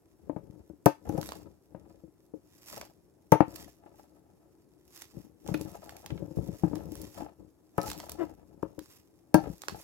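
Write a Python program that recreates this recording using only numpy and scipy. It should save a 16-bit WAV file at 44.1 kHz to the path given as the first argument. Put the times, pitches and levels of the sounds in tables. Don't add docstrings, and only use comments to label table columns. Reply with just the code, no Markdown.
import sys
import numpy as np
from scipy import signal
from scipy.fft import rfft, irfft, next_fast_len
from scipy.io import wavfile

SR = 44100
rng = np.random.default_rng(int(sys.argv[2]) if len(sys.argv) > 2 else 0)


def wav_out(sig):
    wavfile.write(sys.argv[1], SR, np.round(np.clip(np.atleast_2d(sig).T, -1, 1) * 32767).astype(np.int16))


N = 433503
TIME = np.arange(N) / SR


def undb(db):
    return 10 ** (np.asarray(db) / 20)


def unit(x):
    return x / np.sqrt(np.mean(x.mean(0) ** 2))


def at_level(x, db, span):
    return x * undb(db) / np.sqrt(np.mean(x.mean(0)[:int(span * SR)] ** 2))


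def add(out, s, x):
    i = max(int(s * SR), 0)
    out[:, i:i + x.shape[1]] += x[:, :N - i]


def fade(t60, length):
    return np.exp(-np.log(1000) * TIME[:int(length * SR)] / t60)


def colour(x, points, tilt_db=0):
    size = 2 * next_fast_len(x.shape[-1] // 2 + 1024, real=True)
    octave = np.log2(np.maximum(np.fft.rfftfreq(size, 1 / SR), 10))
    hz, db = np.transpose(points)
    gain_db = np.interp(octave, np.log2(hz), db + tilt_db * np.log2(hz / hz[0]))
    gain_db -= 12 * np.abs(octave - np.clip(octave, *np.log2(hz[[0, -1]])))
    cepstrum = irfft(np.log(undb(gain_db)))[:size // 2]
    cepstrum[1:] *= 2
    response = np.exp(rfft(cepstrum, size))
    return irfft(rfft(x, size) * response, size)[..., :x.shape[-1]]


def pair(size, apart, right_db):
    noise = rng.standard_normal(size) + apart * rng.standard_normal((2, size))
    return noise * undb(np.array([[-right_db], [right_db]]) / 2)


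def ring(x, response):
    source = np.atleast_2d(x).astype(np.float32)
    return signal.oaconvolve(source, response.astype(np.float32), axes=1)[:, :N]


def grains(spread_db, count):
    size_db = spread_db * np.minimum(rng.exponential(size=count), 4)
    size = undb(size_db) * rng.choice([-1, 1], count)
    return np.bincount(rng.integers(0, N, count), size, N)


def crack(points, t60, tail_db, tail_t60, right_db, tilt_db=0):
    shape = fade(t60, length=.1) + undb(tail_db) * fade(tail_t60, length=.1)
    burst = colour(pair(len(shape), apart=0.7, right_db=right_db) * shape, points, tilt_db)
    return np.array([np.roll(ear, rng.integers(16)) for ear in burst])


def effort(moves, attack_s, release_s, rest_db):
    power = undb(rest_db) ** 2
    for start, length, db in moves:
        before = np.maximum((start - TIME) / attack_s, 0)
        after = np.maximum((TIME - start - length) / release_s, 0)
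        power = power + np.exp(np.log(10) * (db / 10 - 2 * np.minimum(before + after, 10)))
    return np.sqrt(power)


# frequency in Hz, relative level in dB before balancing, bare 60 dB decay in seconds.
BOWL_MODES = [(112, -16, 0.061), (134.5, -15, 0.086), (172.6, -5.5, 0.055), (304.5, 8, 0.099),
              (333, -1.5, 0.1), (407, 0, 0.028), (455, -2.5, 0.035), (548.7, -5.5, 0.085), (618, -3, 0.046),
              (705.6, -10, .085), (810, -6.5, 0.053), (887, -8, 0.1), (985, -12, 0.078),
              (1108, -16.5, .055), (1247, -18, 0.052), (1303, -17, .06), (1545, -21, .06), (1775, -23, .05),
              (2060, -29, 0.036), (2260, -30, .04), (2705, -32.5, 0.056)]


def bowl(boom_db, hard_db, scatter_db, detune, wall_db=-6, place_hz=None, free=1):
    hz, db, t60 = np.transpose(BOWL_MODES)
    right_db = np.interp(hz, [180, 320, 800, 2200], [-12.0, -19.5, -15.5, -1.5])
    weight, shift, turn, side = rng.standard_normal((4, len(hz)))
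    family = np.digitize(hz, [250, 370, 570])
    db = db + .25 * min(hard_db - 4.5, 0) * np.log2(np.maximum(hz / 550, 1))
    if place_hz:
        db = db + 8 * np.exp(-(np.log(hz / place_hz) / .045) ** 2)
    t60 = t60 * np.where(family == family.max(), max(free, .1), 1)
    gain = undb(db + scatter_db * weight) * np.sign(side)
    t = TIME[:SR // 5].astype(np.float32)
    angle = (2 * np.pi * hz * (1 + detune * shift)).astype(np.float32)[:, None] * t
    rate = (-np.log(1000) / t60).astype(np.float32)[:, None]
    onset = 1 - np.exp(-t / 0.00089)
    decay = np.exp(np.maximum(rate * t, -20)) * onset
    left = np.sin(angle) * decay
    right = np.sin(angle + turn[:, None].astype(np.float32)) * decay
    for k, share_db in enumerate([boom_db, 0, wall_db, hard_db]):
        early = (gain * (family == k)) @ left[:, :SR // 30]
        gain[family == k] *= undb(share_db) / np.std(early)
    return np.array([gain @ left, gain * undb(right_db) @ right])


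# frequency in Hz, relative level in dB per Hz.
HUM_COLOUR = [(45, -5), (146, -3), (202, -11), (321, 3), (500, -11.5), (1100, -23), (3010, -39.5),
              (11100, -32.5), (16000, -40)]


def hum(level_db=-66):
    return unit(colour(pair(N, apart=0.9, right_db=-2.5), HUM_COLOUR)) * undb(level_db)


def kitchen(x):
    shape = fade(t60=.22, length=.4) * (1 - fade(t60=.04, length=.4))
    tail = rng.standard_normal((2, len(shape))) * shape
    tail_colour = [(80, -18), (300, -28.0), (1000, -7.5), (4000, 3), (14000, -13.5)]
    tail = colour(tail / np.sqrt(np.sum(shape ** 2)), tail_colour)
    return ring(0.31 * x + 0.1 * x[::-1], tail)


# frequency in Hz, relative level in dB per Hz.
LEAF_COLOUR = [(300, -15), (1000, 0.5), (2000, -2), (3500, -3), (5500, 0.5), (8500, -4), (12000, -4),
               (16000, -7.5)]
# start in seconds, length in seconds, level in dB.
RUSTLE_MOVES = [(1.09, 0.088, -64), (1.22, 0.14, -58), (2.51, 0.12, -67.5), (2.70, 0.076, -51.5),
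                (3.55, 0.094, -57), (3.99, 0.013, -65), (4.97, 0.067, -56.5), (5.1, 0.11, -66.5),
                (5.48, 0.22, -61), (5.68, 0.41, -66.5), (6.1, 0.33, -73), (6.39, 0.42, -64.5),
                (6.93, 0.27, -58.5), (7.87, 0.031, -50.5), (7.98, 0.085, -55.5), (8.2, 0.086, -67),
                (8.83, 0.13, -63.5), (9.44, 0.36, -64.5), (9.7, 0.15, -63)]


def rustle(count=5):
    crinkle_db, spurt_db = 7, 3
    jerks_per_s, jerk_db = 55, 3
    out = 0
    for stiffness in np.linspace(-1, 1, count):
        tilt_db = 1.1 * stiffness + 0.78
        grain = crack(LEAF_COLOUR, t60=.006, tail_db=-20, tail_t60=.06, right_db=5.5, tilt_db=tilt_db)
        tiny = grains(spread_db=3, count=3000)
        crinkles = undb(crinkle_db) * grains(spread_db=4, count=110)
        spurts = np.interp(TIME * 22, np.arange(256), rng.standard_normal(256))
        out = out + unit(ring((tiny + crinkles) * undb(spurt_db * spurts), grain))
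    jerk_points = np.clip(rng.standard_normal(1024), -2, 1.3)
    jerks = np.interp(TIME * jerks_per_s, np.arange(1024), jerk_points)
    turning = effort(RUSTLE_MOVES, attack_s=0.1, release_s=0.11, rest_db=-82.5)
    return unit(out * undb(jerk_db * jerks)) * turning


# start in seconds, level in dB, low crunch in dB (more tilts the click darker).
RIB_SNAPS = [(1.2136, -47.5, -8), (1.229, -47.5, 14), (1.259, -57, 16), (1.2897, -44.5, 10.5),
             (1.3203, -41.5, 14), (2.7627, -51, -1), (2.813, -45, 8), (3.559, -47, -5.5),
             (5.02, -47.5, -5.5), (5.4762, -51, -2), (5.6124, -47.5, -9), (5.8933, -49, 7),
             (5.967, -54, -3), (6.0615, -47, 1.5), (6.7555, -50, 5), (6.9198, -55, -14), (6.9538, -51, -7),
             (7.0162, -47, -26), (7.8153, -46.5, -2), (7.831, -48, -21), (7.88, -47, 6), (7.901, -41.5, 0),
             (7.9155, -41.5, -3), (7.9315, -50, -2), (8.001, -45, 5.5), (8.095, -43.5, -7),
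             (8.1184, -44.5, -18.5), (8.7914, -51, -1.5), (9.619, -47, -1.5), (9.636, -48, 17),
             (9.6835, -36, 11), (9.6952, -46, 5)]


def snaps():
    out = np.zeros((2, N))
    for s, db, low_db in RIB_SNAPS:
        tilt_db = -.36 * (low_db + 2.5)
        click = crack(LEAF_COLOUR, t60=.009, tail_db=-24, tail_t60=.16, right_db=5, tilt_db=tilt_db)
        add(out, s, at_level(click, db, span=0.01))
    return out


# frequency in Hz, relative level in dB per Hz.
FOOD_COLOUR = [(65, 2.5), (120, -4.5), (220, -4.5), (450, -12), (900, -32), (2500, -49)]
# start in seconds, level in dB, boom of the lowest modes in dB over the main note.
FOOD_DROPS = [(0.498, -47, 18.5), (0.699, -45.5, -5.5), (1.147, -33, -7), (2.036, -48.5, -2),
              (3.478, -44, -13), (3.858, -57, -15), (5.168, -41, 7), (5.514, -32, 23), (5.61, -38, -9),
              (6.116, -34, 11.5), (6.22, -38, 3), (6.308, -43, -3), (6.371, -32, 7.5), (6.387, -31, 1.5),
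              (6.488, -34.5, 8.5), (6.865, -41, 12), (8.78, -41.5, -17), (9.471, -39, -23),
              (9.499, -38, 14)]


def drops():
    hard_db, thud_db = -23, -9
    out = np.zeros((2, N))
    for s, db, boom_db in FOOD_DROPS:
        tumble_s = rng.uniform(0.026, 0.042)
        for delay, loss_db in [(0, 0), (tumble_s, -11)]:
            body = bowl(boom_db, hard_db, scatter_db=6.0, detune=0.032)
            thud = crack(FOOD_COLOUR, t60=0.054, tail_db=-9.5, tail_t60=0.095, right_db=-11.5, tilt_db=-2.5)
            add(out, s + delay, at_level(body, db + loss_db, span=.02))
            add(out, s + delay, at_level(thud, db + loss_db + thud_db, span=.02))
    return out


# frequency in Hz, relative level in dB, 60 dB decay in seconds.
UTENSIL_MODES = [(580, 9.5, 0.028), (1477, -1, 0.03), (2335, 1, 0.031), (3200, -21, 0.013)]
# start in seconds, level in dB.
UTENSIL_CLACKS = [(5.543, -39), (6.104, -49.5), (6.176, -57), (7.815, -57), (9.684, -50.5)]


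def clacks():
    detune, rasp_db = 0.084, -4
    rasp_colour = [(500, -8), (1500, 0), (3200, -1), (5000, -12)]
    out = np.zeros((2, N))
    hz, db, t60 = np.transpose(UTENSIL_MODES)[:, :, None]
    t = TIME[:SR // 10]
    for s, level_db in UTENSIL_CLACKS:
        loaded_hz = hz * (1 + detune * rng.standard_normal(hz.shape))
        weight = undb(db + 1.2 * rng.standard_normal(db.shape)) * np.exp(-np.log(1000) * t / t60)
        ears = []
        for _ in range(2):
            phase = rng.standard_normal(hz.shape)
            ears.append(np.sum(weight * np.sin(2 * np.pi * loaded_hz * t + phase), axis=0))
        tap = np.array(ears) * np.minimum(t / .001, 1)
        add(out, s, at_level(tap, level_db, span=.01))
        rasp = crack(rasp_colour, t60=.025, tail_db=-16, tail_t60=.08, right_db=0)
        add(out, s, at_level(rasp, level_db + rasp_db, span=.01))
    return out


# start in seconds, length in seconds, centre frequency in Hz, level in dB.
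EDGE_SQUEAKS = [(7.821, 0.044, 1303, -47.5), (7.862, .032, 856, -45), (9.39, 0.038, 805, -45)]


def squeaks(waver=.015):
    out = np.zeros((2, N))
    for s, length, hz, db in EDGE_SQUEAKS:
        along = np.linspace(0, 1, int(length * SR))
        drift = np.interp(along, np.linspace(0, 1, 8), rng.standard_normal(size=8))
        phase = 2 * np.pi * np.cumsum(hz * (1 + waver * drift)) / SR
        tone = np.sin(phase) * np.sqrt(np.abs(np.sin(np.pi * along)))
        add(out, s, at_level(np.array([tone, tone / 2]), db, span=length))
    return out


# frequency in Hz, relative level in dB per Hz.
SCRAPE_COLOUR = [(250, -16), (550, 6), (850, -3), (1200, -6.5), (1600, -12), (2400, -16.5), (3400, -28)]


def judder(slip_hz=335, db=-34, boom_db=-12, hard_db=-11, grit_db=-12):
    start, length = 8.18, .068
    slips = np.cumsum(1 + .045 * rng.standard_normal(size=64)) / slip_hz
    size = int(length * SR)
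    pulses = np.bincount((slips[slips < length] * SR).astype(int), minlength=size)[:size]
    swell = np.sin(np.linspace(0, np.pi, size))
    force = (pulses / pulses.std() + rng.standard_normal(size)) * swell
    wall = bowl(boom_db, hard_db, scatter_db=1, detune=0)
    edge = crack(SCRAPE_COLOUR, t60=.009, tail_db=-17, tail_t60=.05, right_db=-6)
    out = np.zeros((2, N))
    for response, level_db in [(wall, db), (edge, db + grit_db)]:
        groan = signal.fftconvolve(force[None], response, axes=1)
        add(out, start, at_level(groan, level_db, span=length))
    return out


# start in seconds, length in seconds, rumble level in dB, scrape level in dB.
PUSH_STROKES = [(0.233, 0.38, -55.5, -79), (1.071, 0.12, -39, -51), (1.254, 0.22, -51, -60.5),
                (1.714, 0.28, -58, -70.5), (2.73, 0.096, -55, -49), (3.474, .2, -54, -59),
                (3.849, 0.19, -71, -62.5), (4.134, 0.33, -71, -73.5), (5.156, 0.13, -54.5, -71.5),
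                (5.465, 0.22, -46, -56.5), (5.72, 0.38, -56.5, -56.5), (6.117, 0.16, -45, -62),
                (6.381, 0.18, -47, -66), (6.657, 0.15, -40.5, -54), (6.853, 0.21, -46.5, -69),
                (7.181, 0.068, -46, -52), (7.406, 0.038, -52.5, -81.5), (7.821, 0.086, -45.5, -45),
                (7.963, 0.35, -50.5, -56), (8.384, 0.36, -58.5, -69), (9.39, 0.088, -44.5, -50.5),
                (9.71, 0.042, -49, -49.5)]


def pushing(count=2):
    attack_s, release_s = 0.052, 0.081
    rumble_moves = [(s, length, db) for s, length, db, _ in PUSH_STROKES]
    scrape_moves = [(s, length, db) for s, length, _, db in PUSH_STROKES]
    weight = effort(rumble_moves, attack_s, release_s, rest_db=-69)
    grip = effort(scrape_moves, attack_s, release_s, rest_db=-83)
    rumble, scrape = 0, 0
    for _ in range(count):
        wall = bowl(boom_db=0, hard_db=-15, scatter_db=1.5, detune=.01)
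        rumble = rumble + unit(ring(grains(spread_db=2.0, count=450), wall))
        catches = grains(spread_db=3.5, count=500)
        edge = crack(SCRAPE_COLOUR, t60=.025, tail_db=-18, tail_t60=.07, right_db=-3.5)
        upper = bowl(boom_db=-24.0, hard_db=9.5, scatter_db=7.5, detune=0.028)
        scrape = scrape + unit(ring(catches, edge)) + undb(-3) * unit(ring(catches, upper))
    bump = crack(FOOD_COLOUR, t60=0.029, tail_db=-15.5, tail_t60=0.071, right_db=-10.5)
    bumps = unit(ring(grains(spread_db=-1.0, count=1200), bump))
    rumble = unit(rumble) + undb(-1.5) * bumps
    return unit(rumble) * weight + unit(scrape) * grip


# frequency in Hz, relative level in dB per Hz.
TICK_COLOUR = [(500, 2), (1500, 5), (2600, 3), (3800, -6), (5800, 4), (8000, -2), (11200, 6), (16000, -3)]
# start in seconds, level of the ring in dB, boom of the lowest modes in dB, middle modes in dB,
# hardness (upper modes) in dB, all three over the main note, contact tick level in dB,
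# mode at the place of contact in Hz, freedom of the upper modes to ring (1 bare, near 0 covered with food).
BOWL_KNOCKS = [(0.296, -30.5, -17, -10.5, -7.5, -85, 620, 0.62),
               (0.363, -34.5, 4.5, -4, -2.5, -85, 617, 0.87), (0.86, -13, -0.5, 0.5, 1.5, -28, 720, 0.99),
               (1.093, -29.5, -3, -10, -8.5, -51.5, 810, 1), (1.179, -28.5, 2.5, 0, -3.5, -51, 810, 1.4),
               (1.747, -42, 5.5, -1.5, 1.5, -86, 616, 0.46), (2.337, -40, -10.5, -4, -21.5, -90, 455, 0.39),
               (3.321, -12, 2.5, 2, 3, -32, 890, 0.73), (3.405, -15, -4.5, -9.5, -2.5, -57, 810, 0.54),
               (5.487, -33.5, 7, 2, -3.5, -68, 810, 0.36), (5.542, -28, -6.5, -14.5, -19, -46.5, 303, 0.78),
               (6.635, -20, 2.5, -15.5, -10, -78, 810, 1), (6.731, -32.5, -17, -23, -12.5, -88, 305, 0.65),
               (7.22, -38.5, -16, -17, -7.5, -75, 810, 0.86), (7.781, -24.5, 4, 3, 5, -45, 1303, 1),
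               (8.629, -30, -5, -1, -5.5, -62, 1030, 0.16),
               (9.3436, -13, -3.5, -9.5, -5.5, -29, 1545, 1.14)]


def knocks():
    out = np.zeros((2, N))
    for s, db, boom_db, wall_db, hard_db, tick_db, place_hz, free in BOWL_KNOCKS:
        wall = bowl(boom_db, hard_db, scatter_db=1.5, detune=0.015, wall_db=wall_db, place_hz=place_hz, free=free)
        body = at_level(wall, db, span=0.014)
        add(out, s, body)
        for delay in rng.uniform(.015, 0.039, size=2):
            add(out, s + delay, undb(-19.5) * body)
        thud = crack(SCRAPE_COLOUR, t60=0.12, tail_db=-18.0, tail_t60=0.13, right_db=-1.0, tilt_db=-1.0)
        add(out, s, at_level(thud, db + hard_db - 16.0, span=0.014))
        tick = crack(TICK_COLOUR, t60=.014, tail_db=-12, tail_t60=.1, right_db=6.5)
        add(out, s - .0015, at_level(tick, tick_db, span=0.0054))
    return out


def scene():
    lettuce = rustle() + snaps()
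    food = drops() + pushing()
    utensils = clacks() + squeaks() + judder() + knocks()
    near = lettuce + food + utensils
    return hum() + kitchen(near) + near


def record(dry):
    bass_cut = signal.butter(2, 68, "highpass", fs=SR, output="sos")
    top_cut = signal.ellip(8, .2, 70, 16000, fs=SR, output="sos")
    thin = signal.sosfilt(bass_cut, dry)
    return signal.sosfilt(top_cut, np.clip(thin, -1, 1))


dry = scene()
out = record(dry)
wav_out(out)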